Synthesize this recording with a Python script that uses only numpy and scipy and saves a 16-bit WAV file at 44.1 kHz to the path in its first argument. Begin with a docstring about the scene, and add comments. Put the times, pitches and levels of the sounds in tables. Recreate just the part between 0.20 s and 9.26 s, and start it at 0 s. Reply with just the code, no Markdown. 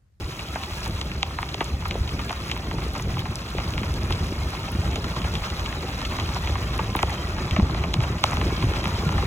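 """Fine grit grinds under tyres over a low rumble of wind: a bicycle rolls down loose gravel, slowly speeding up.
Tread roar, crunch and fizz are dense random impacts; larger stones snap out with a crack and a hollow thock.
Pebbles, chips, clinks and thuds are short resonances, and turbulent wind is filtered noise with hard buffets.
A pair of microphone ports hears the bass as one and the treble a little apart, by phase shifts."""
import sys
import numpy as np
from scipy import signal
from scipy.fft import rfft, irfft, next_fast_len
from scipy.io import wavfile

SR = 44100
rng = np.random.default_rng(int(sys.argv[2]) if len(sys.argv) > 2 else 0)


def digitize_waveform(pressure):
    """Quantize a signal to 16-bit integers and store it at the path in sys.argv[1].

    Rows of a 2-D input are taken as channels; values are limited to [-1, 1].
    """
    field = np.atleast_2d(pressure).T
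    bounded = np.clip(field, -1, 1)
    quanta = np.round(bounded * 32767).astype(np.int16)
    wavfile.write(sys.argv[1], SR, quanta)


N = 399546

# Looser and firmer ground. Each row: time in seconds, depth of loose gravel in dB.
GRAVEL_DEPTH = [(0.0, 4), (0.3, 4.5), (0.62, 10), (0.95, -1), (1.35, 0), (1.53, 0.5), (1.8, 1), (2.1, 5.5),
                (2.52, 0.5), (2.85, 2), (3.25, 1), (3.6, 3.5), (4.1, 4.5), (4.8, 4), (5.45, 5.5),
                (5.9, 5.5), (6.75, 4.5), (7.2, 1.5), (7.48, -4.5), (7.9, 1), (8.15, 6), (9.06, 5)]
# Each tyre layer: dB at the starting speed, dB more per doubling of speed, share of the gravel's depth it follows.
ROAR_LAW, CRUNCH_LAW, FIZZ_LAW = (-47.5, 19, 0.26), (-43, 6.8, 0.37), (-54, 1.3, 0.53)


def tyres():
    """Granular failure: tread roar, crunch and sand fizz surge together as clumps of gravel give way."""
    # Spectra of the three layers. Each row: frequency in Hz, relative level in dB.
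    roar_spectrum = [(200, -26), (400, -6.5), (600, 3), (800, -1.5), (1050, 2), (1280, 4), (1480, -1),
                     (2200, -6), (5000, -22)]
    crunch_spectrum = [(700, -30), (1300, -2), (1900, -5), (2600, 0), (2950, -3), (3300, -1), (3650, -3.5),
                       (4000, -2.5), (5000, -5), (6000, -9), (7000, -14), (8500, -22), (10000, -31),
                       (16000, -60)]
    fizz_spectrum = [(3000, -20), (5500, -1), (6500, 0), (8000, 4), (9000, 4), (10200, 1.7), (11000, -2),
                     (15700, -1), (17000, -6)]
    clumps = wander(rate_hz=14.3)
    roar = grit(roar_spectrum, per_s=1800, spread_db=2.5, width_hz=250, count=6)
    crunch = grit(crunch_spectrum, per_s=3600, spread_db=2.5, width_hz=480, count=16)
    fizz = grit(fizz_spectrum, per_s=8000, spread_db=2.1, width_hz=750, count=14)
    roar = roar * level(ROAR_LAW, GRAVEL_DEPTH) * gain_of(2.0 * clumps)
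    crunch = crunch * level(CRUNCH_LAW, GRAVEL_DEPTH) * gain_of(1.4 * clumps)
    fizz = fizz * level(FIZZ_LAW, GRAVEL_DEPTH) * gain_of(1.2 * clumps)
    return roar + crunch + fizz


def grit(spectrum, per_s, spread_db, width_hz, count=20):
    """Shot noise: tiny impacts excite one band per grain size, left and right of the wheels."""
    hz = np.fft.rfftfreq(1024, 1 / SR)
    out = np.zeros((2, N))
    for centre_hz in np.linspace(spectrum[0][0], spectrum[-2][0], count):
        bell = np.exp(-.5 * ((hz - centre_hz) / width_hz) ** 2)
        band = gain_of(read(spectrum, hz)) * bell
        clusters = patches()
        for direction in (-1, 1):
            grain = np.fft.fftshift(irfft(band * ports(hz, direction)), 1)
            impacts = clicks(per_s / count, spread_db) * clusters
            out += signal.oaconvolve(np.array([impacts, impacts]), grain, "same", axes=1)
    return evened(out)


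def patches():
    """Amplitude modulation: a random gain that gives one size of grain its clusters and lulls."""
    patchy_db, patchy_hz = 1, 25.2
    knots = np.arange(0, N + SR, SR / patchy_hz)
    gains = gain_of(patchy_db * rng.standard_normal(len(knots)))
    return np.interp(np.arange(N), knots, gains)


def stones():
    """Stick and release: each large stone grates briefly as the tread loads it, then snaps free."""
    # Stones flicked by the tread. Each row: time in seconds, peak level in dB, crack in Hz, thock in Hz,
    # thock against the crack in dB, loose grit after it in dB, direction with 0 ahead.
    flicked = [(0.1935, -19, 2650, 804, -14, 1, 0.1), (0.3568, -18.5, 1790, 850, 0, 1, -0.88),
               (0.4356, -18, 3040.0, 900.0, -12, -1, 0.1), (0.66, -24, 2850, 1030, 6, -1, -0.014),
               (0.8139, -11.8, 3300, 1060, -14, -7, 0.064), (0.9165, -19, 2330, 930.0, -18, -4, 0.79),
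               (1.0302, -4, 2860, 840.0, -14.5, -24, 0.064), (1.1085, -27, 1840.0, 1050.0, 0, -11.0, 0.1),
               (1.1871, -15.5, 1860, 950, 0.5, -8, -0.6), (1.2288, -15.5, 2250, 950.0, -2, -9, -0.59),
               (1.29, -19, 3430, 900, -20, -3, 0.1), (1.3441, -12.5, 3270, 760.0, -14, -12, 0.25),
               (1.407, -12.5, 2330.0, 930, 0.5, 0, -0.57), (1.623, -27, 2400, 1050, 4, 0, -0.16),
               (1.6551, -18.5, 2420.0, 1090, 3, -1, 0.009), (1.7104, -12.5, 2560, 600.0, -19, -7, -0.83),
               (1.7528, -22.5, 2350.0, 670.0, 14.0, -12, -0.0),
               (1.877, -21, 2980.0, 1050.0, -16, -1.0, 0.1), (1.893, -19, 2460.0, 700.0, -23, -9, 0.4),
               (1.993, -19, 2520, 910, -7, 2, -0.16), (2.095, -17, 2850, 830, -6, -6, -0.56),
               (2.106, -18, 2400, 840, 3, 1, -0.9), (2.1282, -17.5, 3430.0, 1030.0, -2.5, -11, 1),
               (2.298, -20.5, 2340, 900, -16, -5, -0.16), (2.315, -11, 2920, 900, -18, -2, -0.068),
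               (2.3645, -23, 2400, 950, -1, -10, -0.21), (2.376, -22, 2630, 900, -20, -6, 0.45),
               (2.5123, -21, 2400.0, 910.0, 0, -6, -0.28), (2.584, -23.5, 2400, 1044, 7, -7, -0.2),
               (2.62, -24.5, 2580, 900, -8, -1, -0.3), (2.7512, -20.5, 1880.0, 930.0, -3, 4, -0.4),
               (2.7601, -22.5, 1940.0, 810.0, 0, 4.0, -0.2), (2.797, -21, 2360.0, 850.0, -3, -15, -0.6),
               (2.9689, -20.5, 2600.0, 970, 10, -10, -0.4), (2.993, -19, 2940, 850, -20, 4, 0.51),
               (2.982, -24, 2390, 900, -19, -4, 0.54), (3.019, -27, 2400, 1018, 13, -12, -0.4),
               (3.0546, -19.5, 2260.0, 880.0, 2, 10, -0.6), (3.3838, -16.5, 2150.0, 684, -8.5, -8, -0.33),
               (3.4005, -21.5, 2830.0, 1030, -2, 4, 0.18), (3.538, -19, 2800, 900, -20, -12, -0.095),
               (3.579, -15, 2440, 900, -15, -7, -0.13), (3.6327, -20, 2370.0, 900.0, -5.5, -2, -0.3),
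               (3.9065, -17.5, 2520.0, 1030, 2, -6, -0.49), (3.9247, -12.5, 3100, 670.0, -20, -5, -0.2),
               (4.3303, -23.5, 2860.0, 960.0, 0, 9, -0.2), (4.758, -17.5, 2880.0, 603, -9.5, 0, 0.053),
               (4.843, -19, 3430.0, 1070, -2, 0, -0.064), (4.9623, -19, 3240.0, 960, 1, 14, 0.093),
               (5.0182, -20.1, 2780.0, 820.0, -22, -2, -0.1), (5.0438, -20, 2330.0, 840.0, -4, 0, -0.23),
               (5.1537, -14, 2980, 920.0, -14, -5, -0.088), (5.3019, -16.5, 3160.0, 870.0, -22, -3, 0.21),
               (5.3954, -18, 3400.0, 790.0, -13, -2, 0.24), (5.4604, -16.5, 3100, 980.0, -19, -3, -0.039),
               (5.688, -24, 2650, 900, -16, -8, -0.093), (5.816, -18.5, 3340.0, 980.0, -6, -3, 0.026),
               (5.8508, -19.5, 3040.0, 900.0, -20, 5, -0.28), (5.9869, -19.5, 2350.0, 935, 1, -5, -0.71),
               (5.999, -16, 3100, 900, -13, -3, 0.1), (6.088, -23, 3120.0, 1050.0, -5, 13, -0.022),
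               (6.1604, -18, 2770.0, 930.0, 6, 9, -0.57), (6.274, -16.5, 2720, 960.0, -2.0, -3, -0.45),
               (6.3547, -18, 2270.0, 920.0, -0.0, -3, -0.53), (6.5907, -13.5, 2270, 820, 4.5, 8, -0.72),
               (6.7506, -13.5, 2930.0, 920, 7, -7, -0.67), (6.767, -17, 2570, 930.0, -27, 3, 0.42),
               (6.7905, -15, 2060, 730.0, -8, -4, -0.84), (6.8303, -8, 2400, 830, -1, -18, 0.54),
               (6.8956, -23, 2080.0, 980.0, -20, 3, -1.2), (7.083, -35, 2820, 900, -18, -6, 0.01),
               (7.1835, -22.5, 2530, 985, 0, -4, -0.5), (7.3104, -15, 3000, 970.0, -15, -3.5, -0.29),
               (7.364, -12, 2120, 670.0, -9, -2, -0.25), (7.3971, -18.5, 2180, 820.0, 3, -9, -0.21),
               (7.497, -22, 2400, 968, 17, -8, -0.3), (7.5467, -21.2, 2150.0, 820, -1, -4, -0.3),
               (7.638, -17.5, 2300, 755, 0, 1, -0.3), (7.7406, -6.5, 3350, 820.0, -14.5, -19, -0.27),
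               (7.805, -18, 2700, 900, -7, -8, 0.12), (7.837, -19.5, 2440.0, 840.0, -1, 4, -0.6),
               (8.0396, -1.5, 3020, 880, -4, -24, 0.48), (8.1195, -18, 2110.0, 850.0, 1, -5, -0.53),
               (8.131, -17, 2290, 927, 2, -3, -0.5), (8.170, -14.5, 2880, 800.0, -5.5, -8, 0.58),
               (8.214, -14.5, 2160.0, 755, -6, -9, -0.52), (8.3046, -22, 2850.0, 990.0, 12.0, -10, -0.18),
               (8.4255, -19, 2700, 1080, 1, 2.0, -0.18), (8.537, -19, 2900, 900, -7, -8, 0.6),
               (8.641, -18, 2400, 900, -4, -9, -0.3), (8.6559, -14, 2470, 935, -6, -12, -0.066),
               (8.891, -17, 2540.0, 900.0, -0.5, -12, -0.2), (8.9245, -21, 2800.0, 990.0, 14, -9.0, -0.2),
               (8.9804, -17, 2730.0, 1030.0, 4, 5.0, -0.1), (9.026, -19.5, 2300, 950, 6, -7, 0.1)]
    grate_db = -17  # peak of the grating against that of the snap
    out = np.zeros((2, N))
    for s, peak_db, crack_hz, thock_hz, thock_db, loose_db, direction in flicked:
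        grating = stone(crack_hz, thock_hz, thock_db, 12, direction)
        add(out, s - .01, gain_of(peak_db + grate_db) * grating)
        snap = stone(crack_hz, thock_hz, thock_db, loose_db, direction)
        add(out, s - .005, gain_of(peak_db) * snap)
    return out


def stone(crack_hz, thock_hz, thock_db, loose_db, direction, size=2048):
    """Dispersion: later low frequencies sweep one snap, 5 ms in, from its crack down to its thock."""
    sweep_s, sweep_hz = .006, 1000  # extra delay of the lowest bass, frequency where it has halved
    loose_s = 0.0096  # decay time of the neighbouring grit
    hz, t = np.fft.rfftfreq(size, 1 / SR), np.arange(size) / SR
    crack = hump(hz, crack_hz, .42) + .25 * hump(hz, 2 * crack_hz, .4)
    # The glide fills the gap between crack and thock.
    glide = .4 * gain_of(thock_db / 2) * hump(hz, np.sqrt(crack_hz * thock_hz), .3)
    thock = gain_of(thock_db) * hump(hz, thock_hz, octaves=0.39)
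    delay = .005 + sweep_s / (1 + (hz / sweep_hz) ** 2.8)
    # Phase is the integral of group delay over frequency.
    dispersion = np.exp(-2j * np.pi * np.cumsum(delay) * hz[1])
    snap = irfft((crack + glide + thock) * dispersion * ports(hz, direction))
    # Neighbouring grit shifts after it.
    scatter = rng.standard_normal(size) * np.exp(-t / loose_s)
    scatter = scatter / np.linalg.norm(scatter)
    loose = signal.fftconvolve(snap, scatter[None], axes=1)[:, :size]
    snap = snap + gain_of(loose_db) * loose
    return snap / abs(snap).max()


def pebbles(count=24):
    """Random superposition: small stones of many pitches snap and crumble in clusters."""
    pebble_hz, pebble_db = 2780, -6.5  # reference crack pitch, level against stone_level
    out = np.zeros((2, N))
    for direction in np.linspace(-1.7, 1.7, count):
        crack_hz = pebble_hz * 2 ** rng.uniform(-.4, .6)
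        thock_hz, thock_db = rng.uniform(650, 1200), rng.uniform(-10, 2)
        snap = stone(crack_hz, thock_hz, thock_db, rng.uniform(-9, 3), direction)
        impacts = clicks(per_s=2, spread_db=2.3)
        out += signal.oaconvolve(impacts[None], snap, axes=1)[:, :N]
    clusters = gain_of(2 * wander(rate_hz=12))
    return gain_of(pebble_db) * evened(out * clusters) * stone_level()


def stone_level():
    """Geometric mean: small stones are stirred halfway in dB between the tread's roar and the crunch."""
    return np.sqrt(level(ROAR_LAW, GRAVEL_DEPTH) * level(CRUNCH_LAW, GRAVEL_DEPTH))


def chips(count=24):
    """Brief contact excites the treble: loud chips of grit, with faint stray ones ticking between."""
    # Grit clicking together. Each row: time in seconds, nominal level in dB, centre frequency in Hz.
    loud_chips = [(0.209, -31, 5870), (0.6054, -29, 5970), (0.6595, -28, 6000), (0.6783, -29, 7400),
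                  (1.219, -33, 10000), (1.3885, -40, 11500), (1.417, -32, 11000), (1.443, -27, 7210),
                  (1.6811, -29, 15000), (2.0475, -30, 5800), (2.1168, -33, 7500), (2.1285, -37, 5900),
                  (2.3125, -34, 13000), (2.3515, -38, 11500), (2.3755, -35, 12000), (2.6835, -33, 5600),
                  (2.7355, -35, 11000), (2.78, -31, 5800), (2.8085, -34, 14500), (2.8235, -27, 5620),
                  (2.9915, -30, 14000), (3.0035, -36, 12000), (3.1562, -22.5, 5500), (3.3035, -36, 11500),
                  (3.506, -31, 5400), (3.6152, -35, 9000), (3.7404, -25, 5400), (3.8325, -32, 6000),
                  (3.9075, -34, 13000), (4.0435, -33, 7200), (4.3045, -32, 7500), (4.5185, -28, 12500),
                  (4.7115, -32, 5900), (4.7574, -27, 5810), (4.8424, -27, 5840), (5.139, -26, 4600),
                  (5.4075, -36, 14500), (5.8985, -36, 6000), (5.9655, -34, 6000), (5.998, -31, 5200),
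                  (6.1385, -30, 5900), (6.1459, -26, 6000), (6.272, -39, 5500), (6.3082, -32, 6000),
                  (6.4285, -35, 12000), (6.5787, -28, 7410), (6.762, -20, 14000), (6.8215, -30, 13000),
                  (6.8286, -20.5, 5500), (6.8955, -34, 12000), (6.9052, -28, 6000), (7.31, -28, 5910),
                  (7.7402, -36, 14000), (7.8315, -37, 12500), (8.0397, -18, 6560), (8.111, -29, 5730),
                  (8.1405, -35, 13000), (8.2025, -36, 12500), (8.2485, -35, 5800), (8.643, -33, 8500),
                  (8.6774, -30, 11500), (8.773, -32, 6090), (8.8275, -40, 13000), (8.852, -32, 6000),
                  (8.924, -33, 6090)]
    ticks_db = -7  # stray chips against the sand fizz
    out, stray = np.zeros((2, N)), np.zeros((2, N))
    for s, chip_db, chip_hz in loud_chips:
        add(out, s - .001, gain_of(chip_db) * chip(chip_hz))
    for chip_hz in np.geomspace(4500, 13000, count):
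        # Higher, smaller chips strike more weakly.
        impacts = clicks(per_s=2, spread_db=1.2) * 6000 / chip_hz
        stray += signal.oaconvolve(impacts[None], chip(chip_hz), axes=1)[:, :N]
    return out + gain_of(ticks_db) * evened(stray) * level(FIZZ_LAW, GRAVEL_DEPTH)


def chip(chip_hz, size=1024):
    """Band-passed noise burst: a bright, very short scrape of stone on stone, 1.5 ms in."""
    chip_s, chip_octaves = 0.00059, 0.53
    tail_db, tail_s = -26, 0.0061  # dust scattered by the chip
    hz, t = np.fft.rfftfreq(size, 1 / SR), np.arange(size) / SR
    envelope = np.exp(-(t / chip_s) ** 2) + gain_of(tail_db) * np.exp(-t / tail_s)
    burst = np.roll(rng.standard_normal(size) * envelope, size // 16)
    colour = evened(hump(hz, chip_hz, chip_octaves)) * ports(hz, rng.uniform(-0.23, 1))
    return irfft(rfft(burst) * colour)


def clinks(count=40, size=2048):
    """Damped modes: stones that roll clear knock together and ring briefly, each at its own pitch."""
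    clink_db, clink_cycles = -3, 44  # level against stone_level, cycles for a fall to 1/e
    out, t = np.zeros((2, N)), np.arange(size) / SR
    for hz in np.geomspace(760, 4000, count) * rng.uniform(1.0, 1.03, count):
        onset = 1 - np.exp(-t / .001)
        ring = np.exp(-hz * t / clink_cycles + 2j * np.pi * hz * t) * onset
        ring = (ports(hz, rng.uniform(-2.9, 2.43))[:, None] * ring).real
        impacts = clicks(per_s=3, spread_db=1.5)
        out += signal.oaconvolve(impacts[None], ring, axes=1)[:, :N]
    return gain_of(clink_db) * evened(out) * stone_level()


def thuds(size=2048):
    """Damped impulse response: the air-filled tyre answers a lump with a few dull cycles."""
    # Lumps in the road. Each row: start in seconds, envelope peak in dB, frequency in Hz.
    lumps = [(0.358, -24.5, 590), (1.349, -27, 407), (1.412, -18, 366), (1.755, -19, 447),
             (2.484, -21, 284), (2.665, -23, 415), (2.874, -27, 434), (3.35, -21, 415), (3.615, -23, 370),
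             (4.123, -18.5, 288), (4.779, -25, 460), (4.969, -25.5, 460), (5.649, -24, 370),
             (6.299, -22, 340), (6.594, -22, 458), (6.692, -23, 406), (6.756, -17.5, 307),
             (6.835, -19, 420), (7.387, -23, 364), (7.395, -12.5, 249), (7.430, -22, 362), (7.52, -23, 318),
             (7.902, -20, 334), (8.04, -24, 606), (8.227, -20, 378), (8.266, -18.5, 320), (8.325, -17, 343),
             (8.44, -15, 287), (8.515, -18.5, 403), (8.783, -23, 428), (8.835, -20, 385), (8.861, -24, 413),
             (9.035, -19.5, 405)]
    rise_s = 0.0014
    out, t = np.zeros((2, N)), np.arange(size) / SR
    for s, peak_db, hz in lumps:
        u = t / rise_s
        thud = u * np.exp(1 - u) * np.sin(2 * np.pi * hz * t)
        add(out, s, gain_of(peak_db) * thud[None])
    return out


def wind():
    """Turbulence noise: eddies at the microphone make a deep rumble and a lumpier flutter above it."""
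    # Spectra of the two layers. Each row: frequency in Hz, relative level in dB.
    rumble_spectrum = [(15, -48), (30, -19), (45, -3.5), (65, 1), (90, -2), (130, -7.5), (190, -12),
                       (300, -31), (600, -51), (2000, -88)]
    flutter_spectrum = [(60, -31), (150, 6), (220, 2), (370, 1.5), (480, -5), (800, -9.5), (1500, -48),
                        (4000, -96)]
    # The breeze, on top of the headwind from riding. Each row: time in seconds, gust in dB.
    breeze = [(0.0, 1.5), (0.25, -3), (0.8, 1), (1.1, -0.5), (1.4, -0.5), (1.75, 2), (2.1, -1.5), (2.6, 1),
              (3.0, 1), (3.27, -1.5), (3.56, 2), (3.9, 2.5), (4.35, 0), (4.62, 1.5), (5.05, 1), (5.42, -2),
              (5.75, -0.3), (6.5, 0.7), (7.05, -1), (7.6, 1), (8.25, 1.5), (8.6, 0.3), (9.06, 3)]
    # Each layer: dB at the starting speed, dB more per doubling of speed, share of the gusts it follows.
    rumble_law, flutter_law = (-33, 13.6, 1.55), (-40, 11.1, 1)
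    eddies = wander(rate_hz=17.7)
    rumble = evened(coloured(rng.standard_normal(N), rumble_spectrum) * gain_of(1.45 * eddies))
    flutter = evened(coloured(rng.standard_normal(N), flutter_spectrum) * gain_of(2.23 * eddies))
    return rumble * level(rumble_law, breeze) + flutter * level(flutter_law, breeze)


def buffets(size=4096):
    """Pressure transients: single hard eddies shove the diaphragm for a few cycles."""
    # Hard buffets of air. Each row: time of the envelope peak in seconds, its level in dB, frequency in Hz.
    hard_eddies = [(0.055, -27, 82), (0.527, -24, 81), (0.784, -23.5, 73), (1.541, -18, 68),
                   (1.690, -23, 66), (1.711, -26.5, 187), (1.813, -14, 79), (2.584, -23, 74),
                   (2.94, -17.5, 105), (3.099, -17.5, 92), (3.556, -20, 68), (3.619, -23.5, 200),
                   (4.594, -17, 84), (4.553, -24, 197), (5.019, -27, 174), (5.221, -23, 65),
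                   (6.327, -20, 74), (6.721, -26, 205), (6.882, -18, 90), (7.33, -13.5, 70.5),
                   (7.392, -10.5, 193), (7.428, -11, 74.4), (7.766, -21, 180), (7.794, -12.5, 114.5),
                   (8.265, -19, 73.5), (8.444, -12.5, 114), (8.665, -20.5, 184), (8.87, -12.5, 153)]
    rise_s = 0.00586
    out, t = np.zeros((2, N)), np.arange(size) / SR
    for s, peak_db, hz in hard_eddies:
        u = t / rise_s
        shove = u * np.exp(1 - u) * np.sin(2 * np.pi * (hz * t + rng.random()))
        add(out, s - rise_s, gain_of(peak_db) * shove[None])
    return out


def ports(hz, direction):
    """Interaural-style phase difference: what two ports make of sound from one direction."""
    # Each row: frequency in Hz, phase by which left leads in radians.
    port_phase = [(0, 0), (1000, 0), (1300, -.7), (1500, -3.3), (1800, -3.8), (2200, -5.7), (3000, -4.8),
                  (4000, -4.2), (4700, -3.14), (6850, 0), (9000, 3.14), (11100, 6.28), (13100, 9.42),
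                  (15300, 12.57)]
    # Each row: frequency in Hz, change of that phase per unit of direction in radians.
    port_spread = [(0, 0), (850, 0), (1350, 1.35), (2200, 1.2), (3200, .85), (4300, .48), (16000, .48)]
    phase = read(port_phase, hz) + direction * read(port_spread, hz)
    return np.exp(.5j * np.array([phase, -phase]))


def hump(hz, centre_hz, octaves):
    """Broad resonance: a bell on a log-frequency axis whose impulse has about unit height."""
    shape = np.exp(-.5 * (np.log2((hz + 1) / centre_hz) / octaves) ** 2)
    return shape / shape.mean()


def clicks(per_s, spread_db):
    """Poisson-like impacts of either sign: exponentially spread decibels give many small, few large."""
    when, size, sign = rng.random((int(per_s * N / SR) + 1, 3)).T
    size_db = spread_db * np.minimum(-np.log1p(-size), 4.5)
    return np.bincount((when * N).astype(int), gain_of(size_db) * np.sign(sign - .5), N)


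def wander(rate_hz):
    """Low-passed noise: a smooth random curve of rms 1 that moves up to about the given rate."""
    smoother = signal.butter(2, rate_hz, fs=SR, output="sos")
    return evened(signal.sosfilt(smoother, rng.standard_normal(N)))


def coloured(x, spectrum):
    """Linear filtering: multiplies the sound's spectrum by a gain curve."""
    size = next_fast_len(N)
    gains = gain_of(read(spectrum, np.fft.rfftfreq(size, 1 / SR)))
    return irfft(rfft(x, size) * gains, size)[..., :N]


def level(law, curve):
    """Power law of speed: gain per sample, growing with speed and following a share of a slow curve."""
    start_db, doubling_db, share = law
    # Speed rises evenly, relative to the starting speed.
    speed = np.linspace(1, 1.391, N)
    curve_db = np.interp(np.arange(N) / SR, *np.transpose(curve))
    return gain_of(start_db + doubling_db * np.log2(speed) + share * curve_db)


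def read(points, hz):
    """Logarithmic interpolation: reads a curve on a log-frequency axis."""
    f, value = np.transpose(points)
    return np.interp(np.log(hz + 1), np.log(f + 1), value)


def gain_of(db):
    """Decibel law: level to amplitude gain."""
    return 10 ** (np.asarray(db) / 20)


def evened(x):
    """Power normalisation: scales to rms 1."""
    return x / np.sqrt(np.mean(x ** 2) + 1e-20)


def add(mix, s, sound):
    """Superposition: mixes a sound in at time s."""
    part = mix[:, max(round(s * SR), 0):][:, :sound.shape[1]]
    part += sound[:, :part.shape[1]]


def scene():
    """Superposition of gravel under the tyres and wind on top."""
    gravel = tyres() + stones() + pebbles() + chips() + clinks() + thuds()
    return gravel + wind() + buffets()


def record(dry):
    """Band limiting: a steep low-pass filter at 15900 Hz."""
    lowpass = signal.firwin(511, 15900, window=("kaiser", 9), fs=SR)
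    return signal.oaconvolve(dry, lowpass[None], "same", axes=1)


dry = scene()
out = record(dry)
digitize_waveform(out)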